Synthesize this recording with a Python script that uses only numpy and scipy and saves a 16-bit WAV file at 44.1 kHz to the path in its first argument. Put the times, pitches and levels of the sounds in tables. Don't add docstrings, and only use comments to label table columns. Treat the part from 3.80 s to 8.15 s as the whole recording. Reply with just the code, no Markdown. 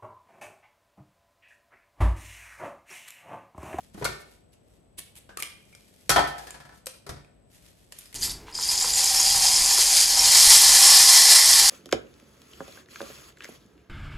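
import sys
import numpy as np
from scipy import signal
from scipy.fft import rfft, irfft
from scipy.io import wavfile
from scipy.ndimage import uniform_filter1d

SR = 44100
rng = np.random.default_rng(int(sys.argv[2]) if len(sys.argv) > 2 else 0)


def file_out(sig):
    cols = np.atleast_2d(sig).T
    lim = np.clip(cols, -1, 1)
    pcm = np.round(lim * 32767).astype(np.int16)
    wavfile.write(sys.argv[1], SR, pcm)


N = 191746

CONTACT_HZ = [130, 900, 3500, 10000]


def amp(db):
    return 10 ** (np.asarray(db) / 20)


def unit(x):
    return x / np.sqrt(np.mean(x ** 2) + 1e-20)


def read(points, hz):
    f, value = np.transpose(points)
    return np.interp(np.log(hz + 1), np.log(f + 1), value)


def add(mix, s, sound):
    start = max(round(s * SR), 0)
    part = mix[:, start:][:, :sound.shape[1]]
    part += sound[:, :part.shape[1]]


def colour(x, points, size=4096):
    hz = abs(np.fft.fftfreq(size, 1 / SR))
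    log_gain = np.log(amp(read(points, hz)))
    response = np.exp(np.conj(signal.hilbert(log_gain)))
    taps = np.fft.ifft(response).real[:size // 2]
    return signal.fftconvolve(x, taps[None], axes=1)[:, :x.shape[1]]


def fade(t, t60):
    return np.exp(-np.log(1000) * t / np.maximum(t60, 1e-3))


def pan(x, left_db):
    return x * amp(np.array([[left_db], [-left_db]]) / 2)


def kitchen(hum_db=-73, hiss_hz=8000, hiss_half_width_hz=170, hiss_db=-78):
    # f/Hz, relative level/dB
    air_colour = [(20, -9), (35, -4.5), (55, 3.5), (110, -5.5), (180, -1), (330, -7.5), (620, -11.5),
                  (1000, -23.5), (1600, -28.5), (3200, -30.5), (6500, -43.5), (12000, -49.5),
                  (16000, -43.5)]
    air = amp(-57) * unit(colour(rng.standard_normal((2, N)), air_colour))
    hum = amp(hum_db) * unit(np.sin(2 * np.pi * 102.3 * np.arange(N) / SR))
    hz = np.fft.rfftfreq(N, 1 / SR)
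    resonance = 1 / (1 + ((hz - hiss_hz) / hiss_half_width_hz) ** 2)
    hiss = irfft(rfft(rng.standard_normal(N)) * resonance, N)
    return air + hum + amp(hiss_db) * unit(hiss)


def room(x, delay_s=0.0013, build_s=0.00067):
    # f/Hz, t60/s
    decay_times = [(100, 0), (400, 0.77), (1200, 0.46), (3000, 0.5472), (7000, 0.38), (13000, 0.39)]
    # f/Hz, level/dB
    answer_colour = [(60, -4), (200, -2.5), (500, -9.5), (1200, -5), (3500, -4.5), (8000, -5),
                     (13000, -9.5)]
    echoes_per_s = 5000
    echoes = rng.standard_normal((2, SR)) * (rng.random((2, SR)) < echoes_per_s / SR)
    hz, t, bands = signal.stft(echoes, SR, nperseg=256)
    dying = bands * fade(t, read(decay_times, hz)[:, None])
    tail = signal.istft(dying, SR, nperseg=256)[1][:, :SR]
    since_delay = np.maximum(np.arange(SR) / SR - delay_s, 0)
    tail = tail * (1 - np.exp(-since_delay / build_s))
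    tail = colour(tail / np.linalg.norm(tail, axis=1, keepdims=True), answer_colour)
    return signal.fftconvolve(x, tail, axes=1)[:, :N]


def crackle(per_s, spread_db, smooth):
    sizes = amp(spread_db * np.minimum(rng.exponential(1, N), 4))
    snaps = (rng.random(N) < per_s / SR) * sizes
    decay_s = 0.00078
    grains = signal.lfilter([1], [1, -np.exp(-1 / (decay_s * SR))], snaps)
    return unit(rng.standard_normal((2, N)) * (unit(grains) + smooth))


def gloves(level_db=-2, flutter_db=-0.4):
    # t/s of the middle, length/s between the 1/e points, relative level/dB
    grips = [(0.01, 0.15, -55.5), (0.144, 0.011, -47.5), (0.205, 0.076, -48), (.41, 0.037, -48),
             (0.513, 0.12, -58), (0.739, 0.027, -58), (0.927, 0.12, -68), (2.094, 0.9, -59.5),
             (2.642, 0.17, -50), (2.963, 0.063, -56), (3.754, 0.079, -52), (3.868, 0.096, -52.5),
             (4.013, 0.13, -60.5), (4.226, 0.16, -48.5)]
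    # f/Hz, relative level/dB
    film_colour = [(300, -19.5), (900, -10.5), (1900, -2), (3200, -1.5), (5000, -2.5), (8000, -3),
                   (11000, -3), (13000, -1), (15000, -8.5)]
    t = np.arange(N) / SR
    effort = amp(-78)
    for s, length, db in grips:
        effort = effort + amp(db) * np.exp(-(2 * (t - s) / length) ** 2)
    clumps = unit(uniform_filter1d(rng.standard_normal(N), size=600))
    snaps = crackle(per_s=700, spread_db=3, smooth=1)
    return effort * amp(level_db + flutter_db * clumps) * unit(colour(snaps, film_colour))


def scrapes():
    # t/s of the middle, length/s, relative level/dB
    strokes = [(1.187, 0.021, -35.5), (1.195, 0.049, -40), (1.356, 0.0079, -45), (1.375, 0.042, -42.5),
               (1.601, 0.025, -29.5)]
    # f/Hz, relative level/dB
    friction_colour = [(100, -2.5), (700, -12), (1500, -11.5), (2600, -3.5), (3000, -4), (3500, -6.5),
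                       (5500, -11), (8500, -4), (12000, -3.5), (15000, -3.5)]
    t = np.arange(N) / SR
    stroke = 0
    for s, length, db in strokes:
        stroke = stroke + amp(db) * np.cos(np.pi * np.clip((t - s) / length, -.5, .5))
    snags = crackle(per_s=1800, spread_db=3.5, smooth=.4)
    return stroke * unit(colour(snags, friction_colour))


def cluster(t, hz, width, phase, count=12):
    offsets = np.linspace(-1, 1, count) + 0.12 * rng.standard_normal(count)
    near_hz = hz * (1 + width * offsets)
    phases = 2 * np.pi * rng.random(count) + phase * rng.standard_normal((2, count))
    weights = np.hanning(count) * np.exp(1j * phases)
    return (weights @ np.exp(2j * np.pi * near_hz[:, None] * t)).imag


def strike(blows, modes, rise, spread, note_hold, note_width, detune, body_db, split=0.0036):
    out, t = np.zeros((2, N)), np.arange(SR // 2) / SR
    contact = 1 - np.exp(-t / rise)
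    mode_hz, mode_db, mode_t60 = np.transpose(modes)[:, :, None]
    for s, *band_db, t60, ring_db, note_hz, note_db in blows:
        clatter = rng.standard_normal((2, len(t))) * fade(t, t60)
        hz = mode_hz * (1 + detune * rng.standard_normal(mode_hz.shape))
        rings = amp(body_db + ring_db + mode_db) * fade(t, mode_t60) * np.exp(2j * np.pi * hz * t)
        rings = rings * np.cos(2 * np.pi * split * hz * rng.uniform(0.64, 1, hz.shape) * t)
        phase = 2 * np.pi * rng.random(len(modes)) + spread * rng.standard_normal((2, len(modes)))
        ring = (np.exp(1j * phase) @ rings).imag
        dying = fade(t, note_hold * t60)
        note = unit(dying * cluster(t, note_hz, note_width, spread))
        note = amp(note_db) * note * np.sqrt(np.mean(dying ** 2) / 2)
        impact = colour((clatter + ring) * contact, list(zip(CONTACT_HZ, band_db)))
        add(out, s, impact + note * contact)
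    return out


def blow(s, db, hardness, thump_db, t60, ring_db, note_hz, note_db):
    octaves = np.log2(np.array(CONTACT_HZ[1:]) / CONTACT_HZ[1])
    return (s, db + thump_db, *(db + hardness * octaves), t60, ring_db, note_hz, db + note_db)


def clicks():
    contacts = [(1.491, -33, -6, .15, 1574, -17), (1.572, -18.5, -0.5, 0.017, 1217, -12.5),
                (1.603, -26, -0.8, 0.0095, 2400, -9), (1.624, -11.5, -0.1, 0.0076, 2220, -11.5),
                (1.631, -22.5, -0.2, 0.024, 3070, -11), (1.927, -44.5, -2, 0.026, 2334, -4),
                (1.950, -31, -1, 0.01, 5200, -16), (2.7064, -24.5, 0.1, 0.0098, 7300, -10.5),
                (3.059, -45.5, 8, 0.0081, 8400, 10), (3.068, -24, 1.32, 0.029, 528, -20.5),
                (3.447, -38, -2.5, 0.0055, 2420, -9.5), (4.122, -31, 0.4, .03, 590, -38),
                (4.1873, -44, 6.5, 0.011, 11880, 11.5), (4.257, -46, 3, 0.017, 5040, 0.5),
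                (4.327, -38.5, -0.2, 0.043, 2180, -12.5), (4.3435, -27.5, 1.5, 0.012, 8450, -13)]
    return [blow(s, db, hardness, thump_db=-14, t60=t60, ring_db=-22.5, note_hz=hz, note_db=note_db)
            for s, db, hardness, t60, hz, note_db in contacts]


def press():
    # f/Hz, relative level/dB, t60/s
    modes = [(560, -27, 0.61), (1154, -7.5, 0.15), (1710, -8.5, 0.21), (2160, -10.5, .3), (2400, 0, 0.38),
             (2670, -7.5, 0.19), (3160, -3.5, 0.51), (5050, -5, 0.33), (4680, -9.5, 0.15), (7190, 1, 0.106),
             (8850, -2, 0.36), (10440, -2.5, 0.24), (12100, -1, 0.086), (13300, -12.5, 0.16)]
    # f/Hz, level/dB
    radiation = [(150, 3.5), (500, 8), (850, -2), (1300, 0.5), (2200, 0.5), (3200, 0), (5500, 0), (9000, 0),
                 (13000, -1.5)]
    sound = strike(clicks(), modes, rise=0.00027, spread=0.46, note_hold=4.4, note_width=0.14,
                   detune=0.011, body_db=-6)
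    return colour(sound, radiation)


def thuds():
    # t/s, strength/dB, note of the struck spot f/Hz
    bumps = [(0.147, -23, 189.6), (0.177, -19.5, 303), (0.213, -16.5, 425), (0.291, -20.5, 370.3),
             (3.312, -20.5, 78.7), (3.36, -26.5, 56.4)]
    dull_db = np.array([0.5, -11.5, -25, -37])
    t60, ring_db, note_db = .15, -21, -13.5
    return [(s, *(db + dull_db), t60, ring_db, hz, db + note_db) for s, db, hz in bumps]


def rocking(count=8):
    start_s, gap_s, shrink = 2.473, .108, .82
    taps = []
    for k in range(count):
        s = start_s + gap_s * (1 - shrink ** k) / (1 - shrink)
        db = -25 - 1.8 * k
        hardness = -3.05 - 0.49 * k
        taps.append(blow(s, db, hardness, thump_db=-4, t60=0.15, ring_db=-15.5,
                         note_hz=1694, note_db=-17.5))
    return taps


def knocks():
    contacts = [(0.2231, -15, -9, -2, -15, 416, -13.5), (0.2437, -21.5, 0.25, -24, -18.5, 4400, -6.5),
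                (0.2515, -9, -4, -3, -27.5, 1470, -9), (0.257, -22.5, -9.5, -7, -14.5, 2250, -2),
                (2.2934, -2.5, -2.5, -9, -18, 5750, -16.5), (2.301, -5.5, -2, -7, -14.5, 142, -27),
                (2.3118, -16, 0.5, -3, -7.5, 4450, -16), (2.3606, 3, -7.5, -16.5, -13.5, 1313, -15),
                (2.371, -8.5, -10, 0.5, -17.5, 3276, -7.5), (2.3805, 0, -10, -12, -20, 717, -10),
                (2.391, -1.5, -8, -12.5, -23.5, 774, -14), (3.265, -29, -3, 2.5, -14, 420, -9),
                (3.2917, -19, -4, 6, -26, 5310, -25)]
    neutral_t60_s = 0.074
    softening = 28
    blows = []
    for s, db, hardness, thump_db, ring_db, hz, note_db in contacts:
        t60 = neutral_t60_s * 2 ** (-hardness / softening)
        blows.append(blow(s, db, hardness, thump_db, t60, ring_db, hz, note_db))
    return blows


def tray():
    # f/Hz, relative level/dB, t60/s
    modes = [(57, -1, .6), (76, -8, .5), (143, -1, .4), (292, -4, .35), (394, -5, .3), (690, -2, .3),
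             (718, 2, .35), (807, -3, .35), (865, -5, .4), (978, -1, .35), (1018, -7, .4), (1128, -7, .3),
             (1305, 0, .5), (1349, -1, .55), (1490, -2, .55), (1799, -3, .55), (1994, -3, .35),
             (2245, -7, .35), (2483, -4, .45), (3040, -2, .22), (3268, 2, .17), (4382, -3, .25),
             (4509, -3, .3), (4718, -7, .25), (5819, -8, .14), (7697, -3, .2), (9695, -4, .14),
             (11138, -3, .15)]
    # f/Hz, level/dB
    radiation = [(60, -4.5), (150, 4), (250, -2), (400, -0.5), (550, 1.5), (720, -3.5), (1200, -1.5),
                 (1750, 0), (2200, -1), (2800, -4.5), (3800, -1), (5000, 1.5), (7000, -0.5), (13000, -0.5)]
    sound = strike(knocks() + thuds() + rocking(), modes, rise=0.00034, spread=0.38, note_hold=1.0,
                   note_width=.11, detune=0.00099, body_db=-8)
    return colour(sound, radiation)


def scene():
    near = pan(tray(), left_db=1.5) + pan(press() + scrapes() + gloves(), left_db=0.7)
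    return near + room(near) + pan(kitchen(), left_db=3.5)


def record(dry):
    # f/Hz, level/dB
    mid_colour = [(25, -12), (55, -0.5), (130, -0.5), (240, -3.5), (700, -1.5), (2000, -2), (5000, -2.5),
                  (8000, -1), (11000, -0.5), (13000, -6), (14200, -19.5), (16000, -31.5)]
    # f/Hz, level/dB
    side_colour = [(25, -14.5), (60, -5), (140, -8.5), (380, -5.5), (700, 1), (2400, -4), (5200, -2),
                   (7000, -7), (9500, -38.5), (11500, -10), (13500, -0.5), (16000, -12.5)]
    mid = colour(dry.mean(0)[None], mid_colour)
    side = colour((dry[:1] - dry[1:]) / 2, side_colour)
    low_pass = signal.firwin(511, 16300, window=("kaiser", 9), fs=SR)
    return signal.oaconvolve(np.vstack([mid + side, mid - side]), low_pass[None], "same")


dry = scene()
out = record(dry)
file_out(out)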